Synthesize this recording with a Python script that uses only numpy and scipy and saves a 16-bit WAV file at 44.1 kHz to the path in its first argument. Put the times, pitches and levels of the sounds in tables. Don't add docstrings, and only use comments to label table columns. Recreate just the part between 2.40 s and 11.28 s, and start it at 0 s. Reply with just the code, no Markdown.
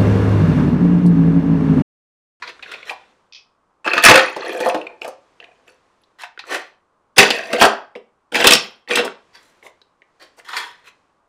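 import sys
import numpy as np
from scipy import signal
from scipy.fft import rfft, irfft
from scipy.io import wavfile
from scipy.ndimage import uniform_filter1d

SR = 44100
rng = np.random.default_rng(int(sys.argv[2]) if len(sys.argv) > 2 else 0)


def inscribe(sig):
    pcm = np.round(np.clip(np.atleast_2d(sig).T, -1, 1) * 32767)
    wavfile.write(sys.argv[1], SR, pcm.astype(np.int16))


N = 391608
TOP_HZ = 15650


def amp(db):
    return 10 ** (np.asarray(db) / 20)


def unit(x):
    return x / np.sqrt(np.mean(x ** 2) + 1e-20)


def unit_peak(x):
    return x / np.sqrt(uniform_filter1d(x ** 2, size=176).max() + 1e-20)


def read(points, hz):
    pitches, values = np.transpose(points)
    return np.interp(np.log(hz + 1), np.log(pitches), values)


def add(mix, start_s, sound):
    part = mix[max(round(start_s * SR), 0):][:len(sound)]
    part += sound[:len(part)]


def cut(x, hz, kind, order=2):
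    return signal.sosfilt(signal.butter(order, hz, kind, fs=SR, output="sos"), x + 1e-18)


def resonate(x, hz, width_hz):
    return signal.lfilter(*signal.iirpeak(hz, hz / width_hz, SR), x + 1e-18)


def ring_tones(force, tones):
    return sum(amp(db) * resonate(force, hz, width_hz) for hz, width_hz, db in tones)


def burst(t, fade_s):
    return rng.standard_normal(len(t)) * 1000 ** (-t / fade_s)


def air():
    # pitch_hz, level_db
    colour = [(30, -8.5), (90, -10), (200, -9), (400, -6.5), (700, -6), (1100, 1.5), (1800, -14.5),
              (4000, -21.5), (9000, -26), (15000, -42.5)]
    gain = amp(read(colour, np.fft.rfftfreq(N, 1 / SR)))
    return amp(-64.5) * unit(irfft(rfft(rng.standard_normal(N)) * gain, N))


def sleeve():
    # middle_s, length_s, level_db
    reaches = [(0.25, 1.74, -54), (2.955, 2.9, -61), (7.052, 1.23, -58.5), (8.199, 1.6, -59.5)]
    motion, t = np.zeros(N), np.arange(N) / SR
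    for middle_s, length_s, db in reaches:
        motion += amp(db) * np.cos(np.pi * np.clip((t - middle_s) / length_s, -.5, .5)) ** 2
    fibres = rng.standard_normal(N) * amp(1.9 * rng.standard_normal(N))
    brush = cut(cut(fibres, 216, "high"), 2200, "low", order=1)
    rumble = cut(cut(rng.standard_normal(N), 110, "low"), 40, "high")
    return motion * (unit(cut(brush, 9000, "low")) + amp(-19) * unit(rumble))


def shell(force, tones, crack_db):
    sound = amp(crack_db) * force
    for k, (hz, width_hz, db) in enumerate(tones):
        weight, shift = rng.standard_normal(2)
        detune = .035 * min(hz / 3000, 1) * shift
        sound += (-1) ** k * amp(db + 3 * weight) * resonate(force, hz * (1 + detune), width_hz)
    clack = cut(cut(sound, 910, "high", order=3), 4200, "low", order=4)
    floor_hz = .85 * tones[0][0]
    thud = cut(cut(sound, floor_hz, "high", order=3), 1100, "low", order=4)
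    edge = cut(cut(sound, 4600, "high", order=4), 14000, "low", order=1)
    return clack, thud, edge


def knocks(hits, tones, crack_db, spot_db, clack_db, thud_db, edge_db, chatter_s):
    out, t = np.zeros(N), np.arange(SR // 7) / SR
    onset = 1 - np.exp(-t / .0016)
    for start_s, hit_clack_db, hit_thud_db, hit_edge_db, spot_hz in hits:
        fade_s = chatter_s * (1000 / spot_hz) ** .35
        chatter = rng.standard_normal(len(t)) * amp(3 * rng.standard_normal(len(t)))
        force = chatter * onset * 1000 ** (-t / fade_s)
        force += amp(spot_db) * resonate(force, spot_hz, .56 * spot_hz)
        clack, thud, edge = map(unit_peak, shell(force, tones, crack_db))
        add(out, start_s, amp(hit_clack_db + clack_db) * clack)
        add(out, start_s, amp(hit_thud_db + thud_db) * thud)
        add(out, start_s, amp(hit_edge_db + edge_db) * edge)
    return out


def catches(length, per_s, spread_db, parts=14):
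    out, chance = np.zeros(length), per_s / parts / SR
    for hz in np.geomspace(400, 12500, parts) * rng.uniform(.92, 1.08, parts):
        draw, taps = rng.uniform(-1, 1, length), np.zeros(length)
        hit = abs(draw) < chance
        rarity = np.minimum(np.log(chance / abs(draw[hit])), 3)
        taps[hit] = np.sign(draw[hit]) * amp(spread_db * rarity)
        out += resonate(taps, hz, 90 + .018 * hz) + .03 * taps
    return unit(out)


def rattle(shoves, tones, crack_db, clack_db, thud_db, edge_db, per_s, spread_db, rub, grit_db):
    out, t = np.zeros(N), np.arange(SR // 2) / SR
    onset = np.minimum(t / .003, 1)
    for start_s, push_s, swell_db, level_db, fade_s, hollow_db, sharp_db in shoves:
        pushing = amp(-swell_db * np.maximum(1 - t / push_s, 0))
        coasting = 1000 ** (-np.maximum(t - push_s, 0) / fade_s)
        force = catches(len(t), per_s, spread_db) + rub * rng.standard_normal(len(t))
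        clack, thud, edge = map(unit, shell(force, tones, crack_db))
        clumps = unit(uniform_filter1d(rng.standard_normal(len(t)), size=300))
        edge = unit(edge * amp(grit_db * clumps))
        edge *= coasting ** .29
        sound = amp(clack_db) * clack + amp(hollow_db + thud_db) * thud + amp(sharp_db + edge_db) * edge
        add(out, start_s, amp(level_db) * onset * pushing * coasting * sound)
    return out


def toy_trailer():
    # pitch_hz, width_hz, level_db
    tones = [(453, 75, -65), (750, 75, 7.5), (1016, 128, -0.5), (1460, 214, 3), (1935, 230, -3.5),
             (2510, 184, 4), (3860, 670, -5.5), (4410, 660, 2.5)]
    # start_s, clack_db, thud_db, edge_db, spot_hz
    hits = [(0.021, -14, -26, -67, 1020), (0.0736, -20, -26, -64, 2540), (0.224, -18.5, -27.5, -64, 2640),
            (0.3145, -19, -28, -54, 2520), (0.335, -16.5, -26.5, -64, 2450), (0.4928, -10, -49, -51, 2570),
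            (0.5034, -46, -15, -56, 920), (3.8327, -15.5, -32, -59, 1610), (3.99, -17, -35, -63, 4400),
            (4.1419, -9, -7.5, -40.5, 1260), (8.0854, -18.5, -34, -54, 1510), (8.1289, -14, -35, -61, 1310),
            (8.165, -8.5, -13.5, -38.5, 1020)]
    # start_s, push_s, swell_db, level_db, fade_s, hollow_db, sharp_db
    shoves = [(0.02, 0.078, 21, -29, 0.089, -6.5, -20), (0.23, 0.068, 17, -35, 1, -6.5, -21),
              (0.45, 0.04, 19, -28, 0.066, -4, -10), (3.785, 0.035, 9.5, -31.5, .12, -15, -8),
              (4.05, 0.076, 33, -18, 0.3, -1, -9), (6.927, 0.027, 25, -38.5, .22, -11, -7),
              (7.0, 0.048, 1, -58.5, 0.72, -9, 5), (7.228, 0.043, 6.5, -44.5, 0.12, 5, -0.5),
              (7.795, 0.029, 15, -37.5, 0.2, -4.5, -7.5), (7.965, 0.029, 18, -44.5, 0.094, 2, 5),
              (8.045, 0.14, 20, -22.5, 0.41, -9.5, -8.5), (8.44, 0.041, 14, -39, 0.11, -11, -7)]
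    knocking = knocks(hits, tones, crack_db=-7.5, spot_db=8,
                      clack_db=-8, thud_db=-11.5, edge_db=15, chatter_s=.1)
    return knocking + rattle(shoves, tones, crack_db=-2.5, clack_db=-.5, thud_db=-1.5, edge_db=-3.5,
                             per_s=2500, spread_db=1.5, rub=1, grit_db=2.5)


def table_thump(toys):
    return amp(-.5) * cut(cut(toys, 107, "low", order=3), 40, "high")


def room(sound, delay_s=.0014, build_s=.0096, patterns=3):
    # pitch_hz, fade_s
    fades = [(150, .3), (400, 0.3), (1000, 0.35), (2800, 0.3), (5500, 0.29), (9000, 0.16), (15000, 0.047)]
    out, turn = np.zeros(N), 2 * np.pi * np.arange(N) / SR
    for k in range(patterns):
        echoes = rng.choice([-1., 1.], SR) * (rng.random(SR) < 4000 / SR)
        hz, t, spectrum = signal.stft(echoes, SR, nperseg=256)
        spectrum = spectrum * 1000 ** (-t / read(fades, hz)[:, None])
        tail = signal.istft(spectrum, SR, nperseg=256)[1]
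        tail *= np.clip((np.arange(len(tail)) / SR - delay_s) / build_s, 0, 1)
        share = np.sqrt(2 / patterns) * np.cos(2 * turn + np.pi * k / patterns)
        out += signal.fftconvolve(sound * share, tail / np.linalg.norm(tail))[:N]
    return out


def clicks(width_hz=490):
    # start_s, level_db, pitch_hz
    contacts = [(0.1942, -32.5, 1550), (0.2616, -28, 1590), (0.429, -24.5, 2280), (2.167, -28, 1674),
                (2.2973, -12, 2563), (2.4138, -21, 2630), (2.4679, -17, 2388), (2.6182, -12.5, 2440),
                (2.645, -22, 2450), (3.0011, -24.5, 2780), (3.0264, -33, 1783), (3.0414, -30.5, 2516),
                (3.279, -35.5, 2570), (3.618, -49.5, 10820), (3.636, -45, 4040), (3.976, -25.5, 1484),
                (4.0394, -28, 1430), (4.992, -15.5, 1588), (5.553, -24, 2014), (6.4757, -27.5, 1953),
                (6.6782, -16.5, 1455), (7.227, -35, 2010), (7.2656, -29, 2075), (7.416, -35.5, 3910),
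                (7.6196, -35.5, 1940), (7.9993, -30.5, 1907)]
    # pitch_ratio, level_db
    tones = [(1, 3.5), (1.35, -12), (2.1, -26), (3.4, -28)]
    out, t = np.zeros(N), np.arange(SR // 10) / SR
    for start_s, db, hz in contacts:
        force = burst(t, fade_s=.024)
        force[0] += 4
        tock = sum(amp(tone_db) * resonate(resonate(force, ratio * hz, width_hz), ratio * hz, width_hz)
                   for ratio, tone_db in tones if ratio * hz < TOP_HZ)
        body = resonate(resonate(force, 480, 260), 480, 260)
        tap = cut(cut(force, 700, "high"), 3500, "low", order=4)
        click = unit_peak(tock) + amp(-16.5) * unit_peak(body) + amp(-8.5) * unit_peak(tap)
        add(out, start_s, amp(db - 6) * click)
    return out


def ping():
    # pitch_hz, width_hz, level_db
    tones = [(2550, 69, 9), (3300, 1200, -1), (4600, 740, -4), (5070, 500, -3)]
    # start_s, level_db, fade_s
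    landings = [(0.924, -34.5, 0.019), (0.933, -33, 0.057), (0.947, -32.5, 0.21)]
    out, t = np.zeros(N), np.arange(SR // 2) / SR
    for start_s, db, fade_s in landings:
        ring = ring_tones(burst(t, fade_s), tones)
        ring = cut(cut(ring, 2550, "high", order=4), 5800, "low", order=10)
        add(out, start_s, amp(db) * unit_peak(ring))
    return out


def toy_truck():
    # pitch_hz, width_hz, level_db
    tones = [(314, 16, -11), (389.5, 11, -2.5), (505, 25, -3.5), (530, 20, 1.5), (702, 62, -3),
             (764, 53, -1), (880, 14, -1), (1192, 87, 0.5), (1780, 180, -4), (2050, 38, -3.5),
             (2550, 260, -5), (3600, 30, -8), (4100, 35, -16), (5310, 150, -1), (6460, 200, -13),
             (7500, 350, -6), (8400, 69, -6.5), (10600, 170, -2)]
    # start_s, clack_db, thud_db, edge_db, spot_hz
    hits = [(1.4607, -16, -17, -35, 1270), (1.474, -4.5, -15.5, -40, 1630), (1.5334, -2.5, -17, -23, 1540),
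            (1.5636, -15, -16.5, -34, 1659), (1.5776, 0, -17.5, -23, 1110), (1.6369, 1, -29, 0, 1640),
            (1.6484, -3.5, -19, 2, 1849), (1.658, 12.5, -24, -10, 1102), (1.6843, 10.5, 1.5, -13, 1260),
            (1.6946, 8.5, -0.5, -3, 940), (1.7095, 7, -2.5, -7, 1060), (1.7383, 0, -7, -15, 536),
            (1.7548, 6, -6, -6, 1140), (1.7751, 2, -12, -13, 1210), (1.7907, -0.5, -27, -24, 1180),
            (1.9623, -23.5, -19.5, -33, 533), (2.0911, -21, -24.5, -43, 530),
            (2.2024, -19, -17.5, -23, 490), (2.2575, -18, -10, -32, 800), (2.2855, -37, -16, -20.5, 695),
            (2.3437, -17, -17.5, -31, 482), (2.6445, -25, -23.5, -35, 673), (2.6764, -37, -26.5, -28, 510)]
    # start_s, push_s, swell_db, level_db, fade_s, hollow_db, sharp_db
    shoves = [(1.444, .02, 5.7, -15.5, 0.57, -8.5, -26), (1.55, 0.041, 3.6, -13.5, 0.15, -6, -26),
              (1.618, 0.033, 36, 4, 0.23, -10, -4), (1.76, 0.063, 2, -14.5, 0.44, -9.5, -18.5),
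              (1.96, 0.072, 7.4, -24, 0.6, -3.5, -32), (2.05, .24, 12, -20.5, 0.11, 1.5, -10),
              (2.346, 0.037, 2.8, -37.5, 0.49, 8.5, -14), (2.612, 0.055, 5.1, -36.5, 0.094, 7, 1),
              (3.0, .01, 2.7, -47.5, 0.69, 1.5, -25), (3.24, 0.042, 39, -46, 0.24, -1.5, -3)]
    knocking = knocks(hits, tones, crack_db=-6.5, spot_db=5,
                      clack_db=-5.5, thud_db=-.5, edge_db=-5, chatter_s=.045)
    return knocking + rattle(shoves, tones, crack_db=-8, clack_db=-3.5, thud_db=-3, edge_db=-4.5,
                             per_s=800, spread_db=4, rub=.33, grit_db=4)


def ramp(truck, until_s=1.8):
    touching = np.arange(N) < until_s * SR
    return amp(1) * resonate(truck * touching, hz=2600, width_hz=86)


def table_ring():
    # pitch_hz, width_hz, level_db
    top_tones = [(674, 60, -1), (805, 100, 4), (920, 280, 5.5), (1217, 220, 1), (1460, 80, -5.5)]
    # pitch_hz, width_hz, level_db
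    deep_tones = [(68, 35, -2.5), (128, 28, 1), (186, 40, -0.5)]
    # start_s, ring_db, thump_db
    blows = [(1.686, -13.5, -16.5), (2.259, -25.5, -50), (4.785, -21, -32.5), (5.216, -6, -28),
             (5.249, -11, -31), (6.05, -22.5, -44.5), (6.125, -25.5, -40)]
    out, t = np.zeros(N), np.arange(SR // 2) / SR
    for start_s, ring_db, thump_db in blows:
        ring = ring_tones(burst(t, fade_s=.35), top_tones)
        ring = cut(cut(ring, 550, "high", order=3), 1900, "low", order=4)
        add(out, start_s, amp(ring_db) * unit_peak(ring))
        thump = ring_tones(burst(t, fade_s=.083), deep_tones)
        add(out, start_s, amp(thump_db) * unit_peak(cut(thump, 200, "low")))
    return out


def toy_bus():
    # pitch_hz, width_hz, level_db
    tones = [(225, 37, -5.5), (404, 13, 1.5), (480, 18, -1), (657, 40, 2.5), (768, 67, -4),
             (1210, 220, 0.5), (1590, 110, -9), (1820, 81, 2), (2605, 230, -3), (3170, 270, 2.5),
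             (3860, 450, -8), (4300, 350, -2), (5170, 180, -6), (8080, 400, -1.5)]
    # start_s, clack_db, thud_db, edge_db, spot_hz
    hits = [(4.781, 10, -9.5, 1.5, 2553), (4.7874, 9, -4.5, -3.5, 2656), (4.8272, -1, -12, -17.5, 1870),
            (4.9028, -2.5, -11, -15.5, 2580), (5.1284, -8, -14, -24, 660), (5.2114, -1, -6, -15, 1330),
            (5.2167, 2.5, -12, -14, 760), (5.2364, -1, -5, -18.5, 754), (5.2494, -7.5, -13, -16, 503),
            (5.555, -31, -27.5, -58, 491), (5.9429, -6, -23.5, -25, 2050),
            (5.9523, -4.5, -21.5, -21.5, 460), (6.0008, -7, -15.5, -26.5, 2020), (6.0406, 1, -10, -15, 670),
            (6.0695, 3.5, -19, 4.5, 2870), (6.1065, 2.5, -12.5, -4, 2870), (6.12, 3.5, -16, -5, 2820),
            (6.1326, 0.5, -19.5, 2.5, 2850), (6.1499, -6, -17, -11, 2860), (6.5056, -7.5, -33, -38, 2650),
            (6.555, -7.5, -24, -11, 3020), (6.5703, -7, -13, -21, 1790), (6.588, -10, -13, -30, 476),
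            (6.6474, -25, -22.5, -27, 506), (6.7097, -40, -40, -68, 496)]
    # start_s, push_s, swell_db, level_db, fade_s, hollow_db, sharp_db
    shoves = [(4.761, .026, 31.3, -2.5, 0.34, -4.5, -10.5), (4.9, 0.0084, 3, -23, 1, 0, -12.5),
              (5.085, 0.067, 19, -22.5, 0.19, 4.5, -16.5), (5.18, 0.051, 12, -10.5, .24, 2, -8),
              (5.918, 0.055, 14.3, -18, 0.48, 1, -11), (5.99, 0.027, 6.4, -13.5, 0.34, 1, -11.5),
              (6.05, 0.039, 2.4, -9, 0.12, -2.5, -12), (6.11, 0.018, 3, -17.5, 0.37, -6.5, -7),
              (6.48, 0.037, 20.4, -17, 0.36, -2, -14.5), (6.55, 0.025, 8.7, -14, 0.21, -5.5, -16.5),
              (6.62, 0.053, 1.9, -42, 0.099, 19.5, -5)]
    knocking = knocks(hits, tones, crack_db=-7.5, spot_db=8.5,
                      clack_db=-5, thud_db=-2, edge_db=0, chatter_s=.05)
    return knocking + rattle(shoves, tones, crack_db=-6, clack_db=1, thud_db=-2.5, edge_db=.5,
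                             per_s=1500, spread_db=4, rub=.53, grit_db=2.5)


def scene():
    trailer, truck, bus = toy_trailer(), toy_truck(), toy_bus()
    truck += ramp(truck)
    small_parts = clicks() + ping()
    toys = trailer + truck + bus + small_parts
    table = table_thump(toys) + table_ring()
    to_room = amp(-12.5) * (trailer + bus) + amp(-10.5) * truck + amp(-14) * small_parts
    return (toys + table + room(to_room) + sleeve() + air())[None]


def record(dry):
    # pitch_hz, gain_db
    colour = [(40, 0.5), (120, 3), (250, 2), (500, 2.5), (1000, -1.5), (1600, -1), (2700, -4), (4000, -5.5),
              (6000, -5.5), (9000, -5.5), (12000, -11), (15500, -13)]
    hz = abs(np.fft.fftfreq(4096, 1 / SR))
    log_gain = np.log(amp(read(colour, hz)))
    response = np.fft.ifft(np.exp(np.conj(signal.hilbert(log_gain)))).real
    coloured = signal.oaconvolve(dry, response[None, :len(response) // 2])[:, :N]
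    clipped = np.clip(coloured, -1, 1)
    treble_cut = signal.firwin(511, TOP_HZ, window=("kaiser", 7), fs=SR)
    return signal.oaconvolve(clipped, treble_cut[None], "same")


dry = scene()
out = record(dry)
inscribe(out)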